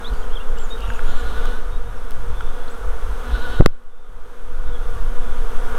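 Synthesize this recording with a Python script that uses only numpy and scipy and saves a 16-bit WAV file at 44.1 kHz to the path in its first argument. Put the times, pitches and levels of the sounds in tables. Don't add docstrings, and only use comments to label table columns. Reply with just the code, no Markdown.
import sys
import numpy as np
from scipy import signal
from scipy.fft import rfft, irfft
from scipy.io import wavfile
from scipy.ndimage import uniform_filter1d, minimum_filter1d

SR = 44100
rng = np.random.default_rng(int(sys.argv[2]) if len(sys.argv) > 2 else 0)


def transcribe(u):
    v = np.clip(np.atleast_2d(u).T, -1, 1)
    q = np.round(v * 32767).astype(np.int16)
    wavfile.write(sys.argv[1], SR, q)


N = 254898
STEP = 441


def amp(db):
    return 10 ** (np.asarray(db) / 20)


def evened(x):
    return x / np.sqrt(np.mean(x ** 2) + 1e-20)


def read(points, hz):
    point_hz, level_db = np.transpose(points)
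    return np.interp(np.log(hz + 1), np.log(point_hz + 1), level_db)


def column(rows, index):
    rows = np.array(rows)
    return np.interp(np.arange(N) / SR, rows[:, 0], rows[:, index])


def add(mix, start_s, sound):
    part = mix[..., round(start_s * SR):][..., :sound.shape[-1]]
    part += sound[..., :part.shape[-1]]


def noise(spectrum):
    hz = np.fft.rfftfreq(N, 1 / SR)
    white = rfft(rng.standard_normal(N))
    return evened(irfft(white * amp(read(spectrum, hz)), N))


def drift(count, per_s):
    rows = rng.standard_normal((count, N // STEP + 2))
    width = max(round(50 / per_s), 1)
    once = uniform_filter1d(rows, width, axis=1)
    return evened(uniform_filter1d(once, width, axis=1))


def smooth_noise(count, width):
    return uniform_filter1d(rng.standard_normal(count), width)


def ring(x, hz, width_hz):
    pole = np.exp((2j * np.pi * hz - np.pi * width_hz) / SR)
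    return 2 * signal.lfilter([1 - abs(pole)], [1, -pole], x).real


# [dB, the hum]
BACKGROUND_LEVEL = [(0.0, -38), (.5, -40), (1.07, -36), (1.33, -35.5), (1.5, -35.5), (1.63, -40),
                    (1.85, -42), (2.3, -39.5), (2.85, -39), (3.3, -36.5), (3.55, -35.5), (3.85, -37.5),
                    (4.3, -35), (4.7, -37.5), (5.1, -39), (5.4, -37.5), (5.78, -35)]
# pitch_hz [Hz], level_db [dB per Hz]
HISS_COLOUR = [(1470, -36), (2500, -11), (3370, 1.5), (4240, -17), (8640, -6), (13300, -12), (15900, -20),
               (16500, -44)]
HISS_DB, HISS_SAME = -15, 0.99


def hiss():
    common, apart = noise(HISS_COLOUR), noise(HISS_COLOUR)
    middle = np.sqrt((1 + HISS_SAME) / 2) * common
    side = np.sqrt((1 - HISS_SAME) / 2) * apart * np.array([[1], [-1]])
    return amp(column(BACKGROUND_LEVEL, index=1) + HISS_DB) * (middle + side)


# start_s [s], length_s [s], pitch_hz [Hz], glide_hz [Hz], level_db [dB]
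TWITTER = [(0.023, 0.028, 3730, 600, -46), (.092, .15, 4620, 150, -56), (.13, 0.015, 2970, 0, -46),
           (0.222, .025, 3180, 0, -49), (0.292, 0.03, 2950, 598, -47), (0.323, 0.035, 3280, -200, -45),
           (0.382, 0.055, 3500, 98, -51), (.46, .035, 3220, 100, -52), (0.515, .03, 3330, 150, -53),
           (0.564, 0.044, 2930, 200, -46), (.585, 0.054, 3250, 100, -48), (0.766, 0.034, 3050, 100, -49),
           (0.85, 0.016, 3400, 0, -42), (2.294, 0.26, 3500, 15, -52), (2.52, 0.25, 3450, 0, -53),
           (3.86, .26, 3550, 50, -51), (4.64, .06, 3650, 0, -50), (4.7, .09, 3400, -350, -47),
           (4.72, .2, 3520, -50, -53), (5.19, 0.2, 3450, 7, -54)]


def twitter(start_s, length_s, pitch_hz, glide_hz, level_db):
    count = round(length_s * SR)
    rough = .8 * evened(smooth_noise(count, 110)) + .7
    hz = pitch_hz + glide_hz * np.linspace(-.5, .5, count)
    whistle = np.sin(2 * np.pi * np.cumsum(hz) / SR)
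    return start_s, amp(level_db) * rough * whistle * np.hanning(count) ** .5


TRILL_S, TRILL_LENGTH_S, TRILL_PER_S = .787, .24, 70
TRILL_HZ, TRILL_SAG_HZ = 2830, 170
TRILL_DB, TRILL_FADE_DB = -39, 6


def trill():
    t = np.arange(0, TRILL_LENGTH_S, 1 / SR)
    hz = TRILL_HZ - TRILL_SAG_HZ * t / TRILL_LENGTH_S
    beat = (t * TRILL_PER_S) % 1
    note = 0.35 + np.sin(np.pi * np.clip(beat / .6, 0, 1)) ** 2
    hoarse = 1 + .4 * evened(smooth_noise(len(hz), 60))
    whistle = np.sin(2 * np.pi * np.cumsum(hz * (1 + .25 * (beat - .3))) / SR)
    level = amp(TRILL_DB - TRILL_FADE_DB * t / TRILL_LENGTH_S)
    return TRILL_S, level * note * hoarse * whistle * signal.windows.tukey(len(t), .25)


# start_s [s], length_s [s], first_hz [Hz], last_hz [Hz], bend [over 1 slides late],
# level_db [dB], swell_db [dB over the note]
CHIRPS = [(.04, .056, 3150, 4350, .9, -39, -10), (.352, .028, 3520, 3050, 1.3, -38, 0),
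          (.397, .021, 2650, 2880, .9, -42, 0), (.7, .045, 3610, 3770, .4, -38, 3),
          (1.708, .08, 3640, 3830, .8, -55, -6), (.812, .058, 3660, 3780, .5, -53, -3),
          (1.855, .05, 3650, 3750, 1, -59, 0), (.565, .105, 7700, 5000, 9, -50, 3),
          (1.152, .07, 7490, 6300, 4, -57, 8), (.145, .085, 6920, 6960, 1, -61, 5),
          (.465, .07, 6950, 6920, 1, -62, 0), (.685, .028, 6830, 6750, 1, -58, 0),
          (.87, .045, 6800, 6790, 1, -59, 8), (.94, .038, 6810, 6770, 1, -57, 0),
          (1.05, .085, 6870, 6860, 1, -59, 0), (1.96, .035, 5430, 5480, 1, -62, 0),
          (2.678, .014, 3700, 4700, 1, -49, -12), (2.692, .02, 5000, 7900, 1, -57, 5),
          (2.71, .018, 7950, 8050, 1, -55, -4)]
STEADY_SLIDE = .17


def chirp(start_s, length_s, first_hz, last_hz, bend, level_db, swell_db):
    u = np.linspace(0, 1, round(length_s * SR))
    slide = STEADY_SLIDE * u + (1 - STEADY_SLIDE) * u ** bend
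    hz = first_hz + (last_hz - first_hz) * slide
    whistle = np.sqrt(2) * np.sin(2 * np.pi * np.cumsum(hz) / SR)
    level = amp(level_db + swell_db * (u - .5))
    return start_s, level * whistle * signal.windows.tukey(len(u), .4)


def echo(birds):
    count, t60_s = 6000, .18
    tail = rng.standard_normal(count) * amp(-60 * np.arange(count) / SR / t60_s)
    return amp(-7.5) * signal.oaconvolve(birds, tail / np.linalg.norm(tail))[:N]


# peak_s [s], die_s [s per 10 dB on either side],
# flutter_db [dB], thuds_db [dB]
GUSTS = [(.125, .025, -17, -31), (.32, .05, -32, -52), (.52, .03, -33, -55), (.8, .04, -29, -50),
         (.89, .035, -18, -36), (1.075, .05, -26, -35), (1.25, .04, -22, -48), (1.38, .06, -26, -37),
         (1.73, .05, -25, -42), (1.89, .06, -27, -37), (2.18, .04, -29, -40), (2.31, .06, -26, -36),
         (2.49, .04, -29, -47), (2.88, .05, -21, -50), (3.1, .1, -27, -47), (3.335, .03, -15, -32),
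         (3.49, .04, -22, -37), (4.14, .05, -23, -38), (4.53, .05, -24, -45), (4.72, .07, -23, -50),
         (4.97, .07, -21, -32), (5.31, .04, -27, -52), (5.55, .04, -26, -49), (5.73, .03, -31, -50)]


def gusts(calm_db, index):
    t = np.arange(N) / SR
    return amp(calm_db) + sum(amp(row[index] - 10 * abs(t - row[0]) / row[1]) for row in GUSTS)


# start_s [s], level_db [dB]
BUFFET_LEVEL = [(0, -22), (.13, -12), (.7, -11), (.83, -20), (.98, -11), (1.6, -10.5), (1.9, -14),
                (2.5, -11.5), (2.76, -17), (2.9, -11), (3.25, -17), (3.45, -14), (3.585, -28), (3.71, -28),
                (3.8, -8), (4.6, -6), (4.96, -13), (5.1, -10.5), (5.78, -11.5)]
# pitch_hz [Hz], level_db [dB per Hz]
BUFFET = [(1, -9), (3, 2.5), (9, 2.5), (17, -6.5), (24, -10.5), (32, -44), (60, -79.5)]
FLUTTER = [(15, -30), (25, -2), (35, 2), (55, -3), (70, -21), (100, -59), (200, -80)]
THUDS = [(40, -40), (70, -0.5), (90, 3.5), (130, -0.5), (170, -11.5), (240, -40), (400, -80)]
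FLUTTER_DB, THUD_DB = -37, -55
WAVER_DB, WAVER_PER_S = 1.8, 8


def wind():
    out = np.zeros(N)
    gains = amp(column(BUFFET_LEVEL, index=1)), gusts(FLUTTER_DB, index=2), gusts(THUD_DB, index=3)
    wavers = drift(count=3, per_s=WAVER_PER_S)
    for gain, colour, slow in zip(gains, [BUFFET, FLUTTER, THUDS], wavers):
        eddies = noise(colour)
        envelope = abs(signal.hilbert(eddies))
        alike = evened(eddies / (envelope + .5) ** 0.62)
        waver = amp(WAVER_DB * np.interp(np.arange(N), np.arange(len(slow)) * STEP, slow))
        out += gain * evened(waver) * alike
    return signal.sosfilt(signal.butter(2, 190, fs=SR, output="sos"), out)


# start_s [s], level_db [dB], pitch_hz [Hz], t60_s [s]
TICKS = [(0.842, -25, 1340, 0.016), (0.9024, -16.5, 1550, 0.014), (0.993, -15, 1450, 0.011),
         (1.4552, -18.5, 1210, 0.013), (2.4079, -17.5, 1380, 0.017), (2.4079, -28, 3250, .01),
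         (2.846, -27, 1190, 0.014), (4.4477, -25, 1010, 0.012)]
# start_s [s], level_db [dB], pitch_hz [Hz], t60_s [s]
SNAPS = [(0.137, -28, 4620, .004), (.5865, -29, 4800, .004), (.697, -32, 5200, .005),
         (.8066, -27, 4600, .004), (.9374, -27, 4000, .004), (1.456, -25, 6550, .005),
         (2.1082, -24, 8800, .004), (2.1096, -25, 4100, 0.0057), (2.118, -29, 3200, .006)]


def tap(level_db, pitch_hz, t60_s, rough):
    count = 1000
    t = np.arange(count) / SR
    tone = np.sin(2 * np.pi * pitch_hz * t)
    crack = .6 * evened(ring(rng.standard_normal(count), pitch_hz, .9 * pitch_hz))
    onset = np.minimum(t * pitch_hz / .35, 1)
    return amp(level_db - 60 * t / t60_s) * ((1 - rough) * tone + rough * crack) * onset


# start_s [s], left and right [pressure, 1 is full scale], rise_ms [ms], hold_ms [ms], fall_ms [ms]
PUSHES = [(3.56, .4, .4, 20, 22, 1), (3.598, 1.1, 1.1, 4, 1, 1.5), (3.6018, -2.8, -2.8, 5.5, 14, 1),
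          (3.607, 3.8, 3.8, 1.6, .1, .8), (3.6212, -2, -2, 1.5, .8, 2), (3.6232, -1.1, -1.1, 2, 14, 16),
          (3.6565, 1.5, 1.5, 4.2, 2, 3), (3.66059, -5, 0, .06, .12, .35), (3.6613, 0, -3.4, .06, .03, .18),
          (3.6608, 2, .8, .5, .8, .5), (3.66195, -13, 0, .6, .05, 1.5), (3.662, 3, 3, 4, 3, 9),
          (3.668, 3, 3, 19, 2, 46)]


def knock():
    out = np.zeros((2, N))
    for start_s, left, right, *times_ms in PUSHES:
        rise, hold, fall = (round(ms * SR / 1000) for ms in times_ms)
        shape = np.r_[np.hanning(2 * rise)[:rise], np.ones(hold), np.hanning(2 * fall)[fall:]]
        add(out, start_s, np.outer([left, right], shape))
    return out


# multiple [of the wing beat], level_db [dB]
WING = [(1, -7.5), (2, -1), (3, -9), (4, -8), (5, -5.5), (6, -3.5), (8, -21.5), (11, -27), (15, -23.5),
        (19, -52.5), (30, -52)]
# pitch_hz [Hz], level_db [dB per Hz]
RUSH = [(71, -19), (120, -16.5), (161, -13.5), (242, -6.5), (311, -14), (481, -1), (580, -10), (1270, -9),
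        (1840, -18.5), (5000, -30.5), (6500, -28), (11000, -120)]
RUSH_DB = -2
BEES, BEAT_HZ = 48, 239
BEAT_SPREAD, BEAT_WAVER = .055, .03


def swarm():
    k, cycle = np.arange(1, 31), np.arange(1024) / 1024
    coarse, fine = np.arange(N // STEP + 2) * STEP, np.arange(N)
    scatter = BEAT_SPREAD * rng.standard_normal((BEES, 1))
    beat_hz = BEAT_HZ * (1 + scatter + BEAT_WAVER * drift(BEES, per_s=3))
    near = amp(5.03 * drift(BEES, per_s=2.87))
    hum = np.zeros(N)
    for hz, gain in zip(beat_hz, near):
        phase = np.outer(k, cycle) + rng.random((30, 1))
        stroke = amp(read(WING, k)) @ np.cos(2 * np.pi * phase)
        turns = np.cumsum(np.interp(fine, coarse, hz)) / SR
        hum += np.interp(fine, coarse, gain) * stroke[(turns * 1024).astype(int) % 1024]
    return amp(column(BACKGROUND_LEVEL, index=1)) * (evened(hum) + amp(RUSH_DB) * noise(RUSH))


# [dB, before surges]
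CLOSE = [(1.08, 1.5, 1.198, 279, 297, -39.5), (3.32, 3.64, 3.448, 288, 295, -35.5)]
# pitch_hz [Hz], width_hz [Hz], level_db [dB]
BODY = [(295, 60, 3), (1480, 220, 13.5), (2950, 700, -2.5), (3750, 950, -1), (5500, 400, -22)]
COME_DB_PER_S, GO_DB_PER_S, FAINT_DB = 170, 80, 14
SURGE_S, CLIMB, SURGE_HZ, SURGE_DB = .093, .72, 19, 3


def close_bee(near_s, until_s, top_s, first_hz, last_hz, level_db):
    t = np.arange(near_s - FAINT_DB / COME_DB_PER_S, until_s + FAINT_DB / GO_DB_PER_S, 1 / SR)
    count = len(t)
    surge = np.interp((t - top_s) / SURGE_S % 1, [0, 1 - CLIMB, 1], [.5, -.5, .5])
    beat_hz = np.interp(t, [near_s, until_s], [first_hz, last_hz]) + SURGE_HZ * surge
    coming_db = np.maximum(COME_DB_PER_S * (near_s - t), 0)
    going_db = np.maximum(GO_DB_PER_S * (t - until_s), 0)
    turns = np.cumsum(beat_hz * (1 + 0.049 * smooth_noise(count, 200))) / SR
    turning = uniform_filter1d(rng.standard_normal((20, count)), 900, axis=1)
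    turning = evened(uniform_filter1d(turning, 900, axis=1))
    strokes = sum(amp(2.2 * turning[k - 1]) * np.cos(2 * np.pi * k * turns) for k in range(1, 21))
    rasp = np.exp(-(turns % 1) / 0.4) * rng.standard_normal(count)
    drive = evened(strokes) + .65 * evened(rasp)
    body = np.zeros(count)
    for k, (hz, width_hz, ring_db) in enumerate(BODY):
        twice = ring(ring(drive, hz, width_hz), hz, width_hz)
        body += (-1) ** k * amp(ring_db) * twice
    level = amp(level_db + SURGE_DB * surge - coming_db - going_db)
    return t[0], level * evened(body) * signal.windows.tukey(count, .04)


def scene():
    near, far = np.zeros(N), np.zeros(N)
    for row in TWITTER:
        add(far, *twitter(*row))
    add(far, *trill())
    for row in CHIRPS:
        add(far, *chirp(*row))
    far += echo(far)
    for start_s, *hit in TICKS:
        add(near, start_s, tap(*hit, rough=0.05))
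    for start_s, *hit in SNAPS:
        add(near, start_s, tap(*hit, rough=.6))
    for row in CLOSE:
        add(near, *close_bee(*row))
    return hiss() + far + wind() + near + knock() + swarm()


def gain_control(dry):
    peak_db = 20 * np.log10(abs(dry).max(0) + 1e-9)
    hold = round(.3 * SR) | 1
    held_db = -minimum_filter1d(-peak_db, hold, origin=hold // 2, mode="nearest")
    fall_db = np.arange(N) * 21.3 / SR
    over_db = np.maximum(np.maximum.accumulate(held_db + fall_db) - fall_db, 0)
    lag = np.exp(-1 / (.002 * SR))
    return dry / amp(signal.lfilter([1 - lag], [1, -lag], .8 * over_db))


def record(dry):
    ducked = gain_control(dry)
    clipped = ducked / (1 + ducked ** 8) ** (1 / 8)
    leak = np.exp(-2 * np.pi * 4 / SR)
    coupled = np.clip(signal.lfilter([1, -1], [1, -leak], clipped), -.98, .98)
    band = signal.firwin(511, 16800, window=("kaiser", 9), fs=SR)
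    return signal.oaconvolve(coupled, band[None], "same")


dry = scene()
out = record(dry)
transcribe(out)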